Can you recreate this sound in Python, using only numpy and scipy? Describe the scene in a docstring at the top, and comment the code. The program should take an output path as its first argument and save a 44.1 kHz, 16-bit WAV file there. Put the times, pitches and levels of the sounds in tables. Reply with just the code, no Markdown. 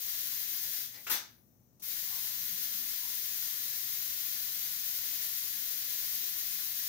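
"""A foil ion lifter hovers over a workbench in a small room, hissing: dense random micro-discharges, filtered.
The voltage sags, a foot taps and scrapes the bench, and the craft lands with a fizzing snap, all clouds of clicks.
A thin leak of charge fades into a near-silent pause; then the supply ticks on, sizzles, and the hiss returns.
Soft rustles are resonant noise swells. Behind lie filtered-noise room rumble and idle hiss, and mains-hum sines.
Two microphones hear the craft directly, by near echoes off bench and wall, and through the room's tail."""
import sys
import numpy as np
from scipy import signal
from scipy.fft import rfft, irfft, next_fast_len
from scipy.io import wavfile

SR = 44100
rng = np.random.default_rng(int(sys.argv[2]) if len(sys.argv) > 2 else 0)


def generate_wav(signal):
    """Clip the signal to [-1, 1] and save it as 16-bit WAV at the path in sys.argv[1]."""
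    frames = np.transpose(np.atleast_2d(signal))
    scaled = np.clip(frames, -1, 1) * 32767
    pcm = np.round(scaled).astype(np.int16)
    wavfile.write(sys.argv[1], SR, pcm)


N = 303408
TIME, FREQ = np.arange(N) / SR, np.fft.rfftfreq(N, 1 / SR)  # s, Hz

# Spectral shapes of the sources; only the shape counts: (frequency [Hz], level [dB])
CORONA_BODY_SPECTRUM = [(260, -44), (450, -24.5), (539, -21), (755, -23), (1180, -16.5), (1300, -17.5),
                        (1460, -13), (1570, -12), (1910, -6.5), (2430, -10), (3570, -4.5), (3840, -2.5),
                        (5780, -1.5), (6290, 5), (8000, -12), (10400, -19.5), (17600, -120)]
CORONA_FIZZ_SPECTRUM = [(4410, -42.5), (7500, -22), (8270, -17), (13100, 1), (14600, 3), (15300, 5),
                        (16000, -13)]
FOOT_TAP_SPECTRUM = [(180, -52), (300, -22), (1120, -16), (1460, -1.5), (1870, -9), (2480, -7.5),
                     (3400, -15), (4090, -16), (4520, -23.5), (4990, -13), (6850, -16), (11100, -26),
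                     (14200, -11), (16000, -31)]
SNAP_SPECTRUM = [(76, -48), (130, -18), (248, -16), (589, -13), (829, -8.5), (1010, -12), (1750, -7),
                 (3130, -10.5), (3610, -3.5), (5500, -8), (6090, -4), (7440, -11.5), (11800, -5.5),
                 (13900, 3.5), (16000, -3.5)]
SUPPLY_TICK_SPECTRUM = [(800, -6), (2000, -20), (6000, 2), (8000, -8), (11000, -3), (15000, -2)]
ROOM_RUMBLE_SPECTRUM = [(25, -33), (50, -21.5), (60, -1), (75, -8), (105, -2), (140, -1.5), (195, -3.5),
                        (225, -0.5), (290, -7.5), (400, -13), (700, -18.5), (1200, -30), (3000, -58)]
IDLE_HISS_SPECTRUM = [(710, -35), (1200, -5), (1310, -13), (1890, -12), (3250, -17), (3700, -15),
                      (5180, -13.5), (5900, -3), (7660, -14), (9410, -15.5), (12500, -14), (14500, 3.5),
                      (16000, -9)]
# Resonances and one broad dip in the hiss body: (frequency [Hz], full width at half the dB [Hz], lift [dB])
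BODY_RESONANCES = [(1487, 40, 6), (1700, 15, 5), (1949, 22, 3), (2550, 62, 3.5), (3190, 210, 2.5),
                   (3437, 35, 7.5), (3773, 38, 6), (4070, 23, 3), (4480, 40, 5), (4914, 40, 5.5),
                   (6090, 36, 3.5), (6330, 580, -4.5)]
# Soft rustles and bumps as the craft moves:
# (centre time [s], Gaussian sigma [s], frequency [Hz], half-width at half amplitude [Hz], level [dB])
CRAFT_RUSTLES = [(0.975, 0.034, 2060, 260, -59), (0.955, 0.011, 4850, 1500, -53.5),
                 (0.997, 0.033, 653, 280, -69), (2.146, 0.031, 970, 150, -61.5),
                 (2.24, 0.13, 1020, 250, -69), (2.3, 0.27, 159, 50, -71), (2.54, .04, 190, 60, -66),
                 (2.787, 0.06, 227, 24, -65), (3.07, 0.039, 973, 50, -63.5)]
# Mains lines: (frequency [Hz], rms level [dB])
MAINS_LINES = [(59.9, -89.5), (119.8, -74.5)]
# Left microphone minus right: (frequency [Hz], level difference [dB])
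HISS_BALANCE = [(700, 1.5), (1250, 10), (1700, 3.5), (3000, 0.5), (4800, 0), (6600, 6.5), (8000, 2.5),
                (11000, 8.5), (13000, 11), (15000, 15)]
SNAP_BALANCE = [(200, 0.5), (800, 1), (1700, 5), (4200, 0), (6300, 4.5), (7500, 5), (11000, 9), (14500, 14)]
IDLE_BALANCE = [(500, 2.04), (4000, 1), (6300, 8), (8000, 4), (11000, 9), (15000, 19)]
# Reverberation of the small room: (frequency [Hz], time to fall 60 dB [s])
ROOM_DECAY = [(200, 0.31), (1400, 0.38), (3000, 0.34), (6000, 0.34), (10000, 0.2), (15000, 0.18)]
# Near echoes off bench and wall, relative to the direct sound: (nominal delay [s], level [dB])
NEAR_ECHOES = [(.0009, -7), (.0026, -5.5), (.0051, -3), (.0067, -7)]

SPOT_COUNT = 4  # sounding spots on the craft
OFF_S, FALL_S = 1.1, .01  # midpoint and time scale of the corona going out
ON_S, RISE_S = 1.8215, .0012  # midpoint and time scale of the corona striking
HISS_DB, BODY_DB = -38, -8.5  # fizz before room and balance; body relative to fizz
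SAG_S, SAG_LENGTH_S, SAG_DB = 0.82, 0.07, 11.5  # the voltage first drops quickly
DRAIN_DB_PER_S = 14  # then drains slowly
CLIMB_DB, CLIMB_S = 2.6, 0.042  # on striking the fizz starts this far down; settling time constant
BODY_LAG = 1.7  # the body climbs this many times as far, in dB
CREEP_DB_PER_S = 0.1443  # once struck, the discharge slowly grows
EDGE_HZ = 15850  # recorder's upper band edge


def corona(flutter_db=0.7, per_s=24000):
    """Countless micro-discharges along the wire make a high fizz and a lower body, both following the voltage."""
    quick_drop = SAG_DB * np.clip((TIME - SAG_S) / SAG_LENGTH_S, 0, 1)
    slow_drain = DRAIN_DB_PER_S * np.maximum(TIME - SAG_S - SAG_LENGTH_S, 0)
    going_out = (1 - np.tanh((TIME - OFF_S) / FALL_S)) / 2
    dying = gain_of(-quick_drop - slow_drain) * going_out

    since_on = np.maximum(TIME - ON_S, 0)
    climb_db = CLIMB_DB * np.exp(-since_on / CLIMB_S)
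    striking = (1 + np.tanh((TIME - ON_S) / RISE_S / 2)) / 2
    struck = gain_of(CREEP_DB_PER_S * since_on) * striking

    # the discharge is never quite steady
    level = gain_of(HISS_DB + flutter_db * flutter(slow_hz=6.2, fast_hz=60))
    resonance_db = sum(db / (1 + (2 * (FREQ - hz) / width) ** 2) for hz, width, db in BODY_RESONANCES)

    # body and fizz come from the same discharges
    pulses = sparks(per_s)
    body = evened(colour(pulses, read(CORONA_BODY_SPECTRUM, FREQ) + resonance_db))
    body = body * gain_of(BODY_DB) * (dying + struck * gain_of(-BODY_LAG * climb_db))
    fizz = evened(colour(pulses, read(CORONA_FIZZ_SPECTRUM, FREQ)))
    fizz = fizz * (dying + struck * gain_of(-climb_db))

    body_in_room = room(level * body, wet_db=3.0, build_s=0.0023)
    fizz_in_room = room(level * fizz, wet_db=5.5, build_s=0.0028)
    return placed(body_in_room + fizz_in_room, HISS_BALANCE)


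def landing(tap_db=-34.5, scrape_db=-47.0, snap_db=-26.5):
    """A foot taps and scrapes the bench; then the foil comes down and its charge goes in a fizzing snap."""
    tap = gain_of(tap_db) * burst(FOOT_TAP_SPECTRUM, 1.0666, hold_s=0.00091, decay_s=0.0079)
    scrape = gain_of(scrape_db) * burst(FOOT_TAP_SPECTRUM, 1.072, hold_s=.03, decay_s=.02)
    snap = gain_of(snap_db) * burst(SNAP_SPECTRUM, 1.0974, hold_s=0.017, decay_s=0.028)
    foot_in_room = room(tap + scrape, wet_db=6.5, build_s=0.00204)
    snap_in_room = room(snap, wet_db=5.5, build_s=0.0076)
    return placed(foot_in_room + snap_in_room, SNAP_BALANCE)


def leak(leak_db=-63.0):
    """What charge is left after the snap leaks away in a thin, fading fizz."""
    fizz = gain_of(leak_db) * burst(CORONA_FIZZ_SPECTRUM, 1.16, hold_s=0.084, decay_s=0.15)
    return placed(room(fizz, wet_db=4.0, build_s=.002), IDLE_BALANCE)


def switch_on(tick_db=-48.5, sizzle_db=-63.0):
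    """A tick as the supply starts, and a thin sizzle while the voltage climbs."""
    tick = gain_of(tick_db) * burst(SUPPLY_TICK_SPECTRUM, 1.7974, hold_s=.0008, decay_s=.002)
    sizzle = gain_of(sizzle_db) * burst(SUPPLY_TICK_SPECTRUM, 1.8, hold_s=.03, decay_s=0.01)
    return placed(room(tick + sizzle, wet_db=9.0, build_s=.003), HISS_BALANCE)


def rustles(left_db=1.5, apart=0.63):
    """Each is a soft swell of noise in one resonance, a little different at each microphone."""
    out = np.zeros((2, N))
    # noise common to both microphones, plus a share of each one's own
    noise = rfft(rng.standard_normal(N) + apart * rng.standard_normal((2, N)))
    for s, length, hz, width, db in CRAFT_RUSTLES:
        ringing = irfft(noise / (1 + ((FREQ - hz) / width) ** 2), N)
        swell = np.exp(-((TIME - s) / length) ** 2 / 2)
        out += gain_of(db) * evened(ringing) * swell
    return out * gain_of([[left_db], [-left_db]])  # left up, right down by as much


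def background(apart=0.91, left_db=2.2, rumble_db=-68.5, idle_db=-74.5):
    """Low noise for room rumble, sines for mains hum, and a faint steady hiss heard while the corona is out."""
    noise = rng.standard_normal(N) + apart * rng.standard_normal((2, N))
    rumble = gain_of(rumble_db) * evened(colour(noise, read(ROOM_RUMBLE_SPECTRUM, FREQ)))
    rumble = rumble * gain_of([[left_db], [-left_db]])
    hum = np.zeros(N)
    for hz, db in MAINS_LINES:
        hum += gain_of(db) * np.sqrt(2) * np.sin(2 * np.pi * (hz * TIME + rng.random()))
    hiss = evened(colour(rng.standard_normal((2, N)), read(IDLE_HISS_SPECTRUM, FREQ)))
    return rumble + hum + placed(gain_of(idle_db) * hiss, IDLE_BALANCE)


def sparks(per_s):
    """Dense random trains of tiny discharges of uneven size, one train for each spot on the craft."""
    size = rng.standard_normal((SPOT_COUNT, N))
    fires = rng.random((SPOT_COUNT, N)) < per_s / SR
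    return evened(size * fires)


def burst(spectrum, s, hold_s, decay_s, per_s=15000):
    """A cloud of clicks that starts at once, holds and dies away exponentially."""
    age = TIME - s
    shape = (age >= 0) * np.exp(-np.maximum(age - hold_s, 0) / decay_s)
    return evened(colour(sparks(per_s), read(spectrum, FREQ))) * shape


def flutter(slow_hz, fast_hz):
    """Slow random wander, rms 1: power flat up to slow_hz, then as 1/f, and cut steeply near fast_hz."""
    hz = np.clip(FREQ, slow_hz, None)
    shape = 1 / np.sqrt(hz) / (1 + (hz / fast_hz) ** 4)
    return evened(irfft(rfft(rng.standard_normal(N)) * shape, N))


def room(spots, wet_db, build_s):
    """Each spot is heard directly, by a few near echoes and by its own tail that dies band by band."""
    count, size = len(spots), SR // 2
    near = np.zeros((count, 2, size))
    # the direct sound reaches the left microphone four samples later
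    near[:, 0, 4] = near[:, 1, 0] = 1
    for s, db in NEAR_ECHOES:
        # the delay varies with spot and microphone
        at = np.round(s * SR * rng.uniform(.85, 1.15, (count, 2, 1))).astype(int)
        np.put_along_axis(near, at, gain_of(db), 2)

    hz, t, z = signal.stft(rng.standard_normal((count, 2, size)), SR, nperseg=256)
    decay = gain_of(-60 * t / read(ROOM_DECAY, hz)[:, None])
    tail = signal.istft(z * decay, SR, nperseg=256)[1][..., :size]
    tail = tail * (1 - np.exp(-TIME[:size] / build_s))
    # wet_db is the tail's average energy relative to the direct sound
    paths = near + gain_of(wet_db) * evened(tail) / np.sqrt(size)

    full = next_fast_len(N + size, real=True)
    heard = (rfft(spots, full)[:, None] * rfft(paths, full)).sum(0)
    # level set by the total energy of the left microphone's paths
    return irfft(heard, full)[:, :N] / np.linalg.norm(paths[:, 0])


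def placed(x, balance):
    """Shares each band between the two microphones, keeping the sum of their power gains constant."""
    db = read(balance, FREQ)
    power_db = 10 * np.log10((gain_of(db) + gain_of(-db)) / 4)
    return colour(x, np.array([db, -db]) / 2 - power_db)


def colour(x, db):
    """Filters x by a gain in dB at every frequency."""
    return irfft(rfft(x) * gain_of(db), N)


def read(points, hz):
    """Reads a table of (frequency [Hz], value), joined on a log-frequency axis."""
    f, value = np.transpose(points)
    return np.interp(np.log(hz + 1), np.log(f + 1), value)


def evened(x):
    """Scales the whole of x to rms 1."""
    return x / np.sqrt(np.mean(x ** 2) + 1e-20)


def gain_of(db):
    """Amplitude gain of a level in dB."""
    return 10 ** (np.asarray(db) / 20)


def scene():
    """The craft and its supply on the bench, in front of the room's background."""
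    return corona() + landing() + leak() + switch_on() + rustles() + background()


def record(dry):
    """The recorder's band limit: a linear-phase low-pass."""
    lowpass = signal.firwin(511, EDGE_HZ, window=("kaiser", 9), fs=SR)
    return signal.oaconvolve(dry, lowpass[None], "same")


dry = scene()
out = record(dry)
generate_wav(out)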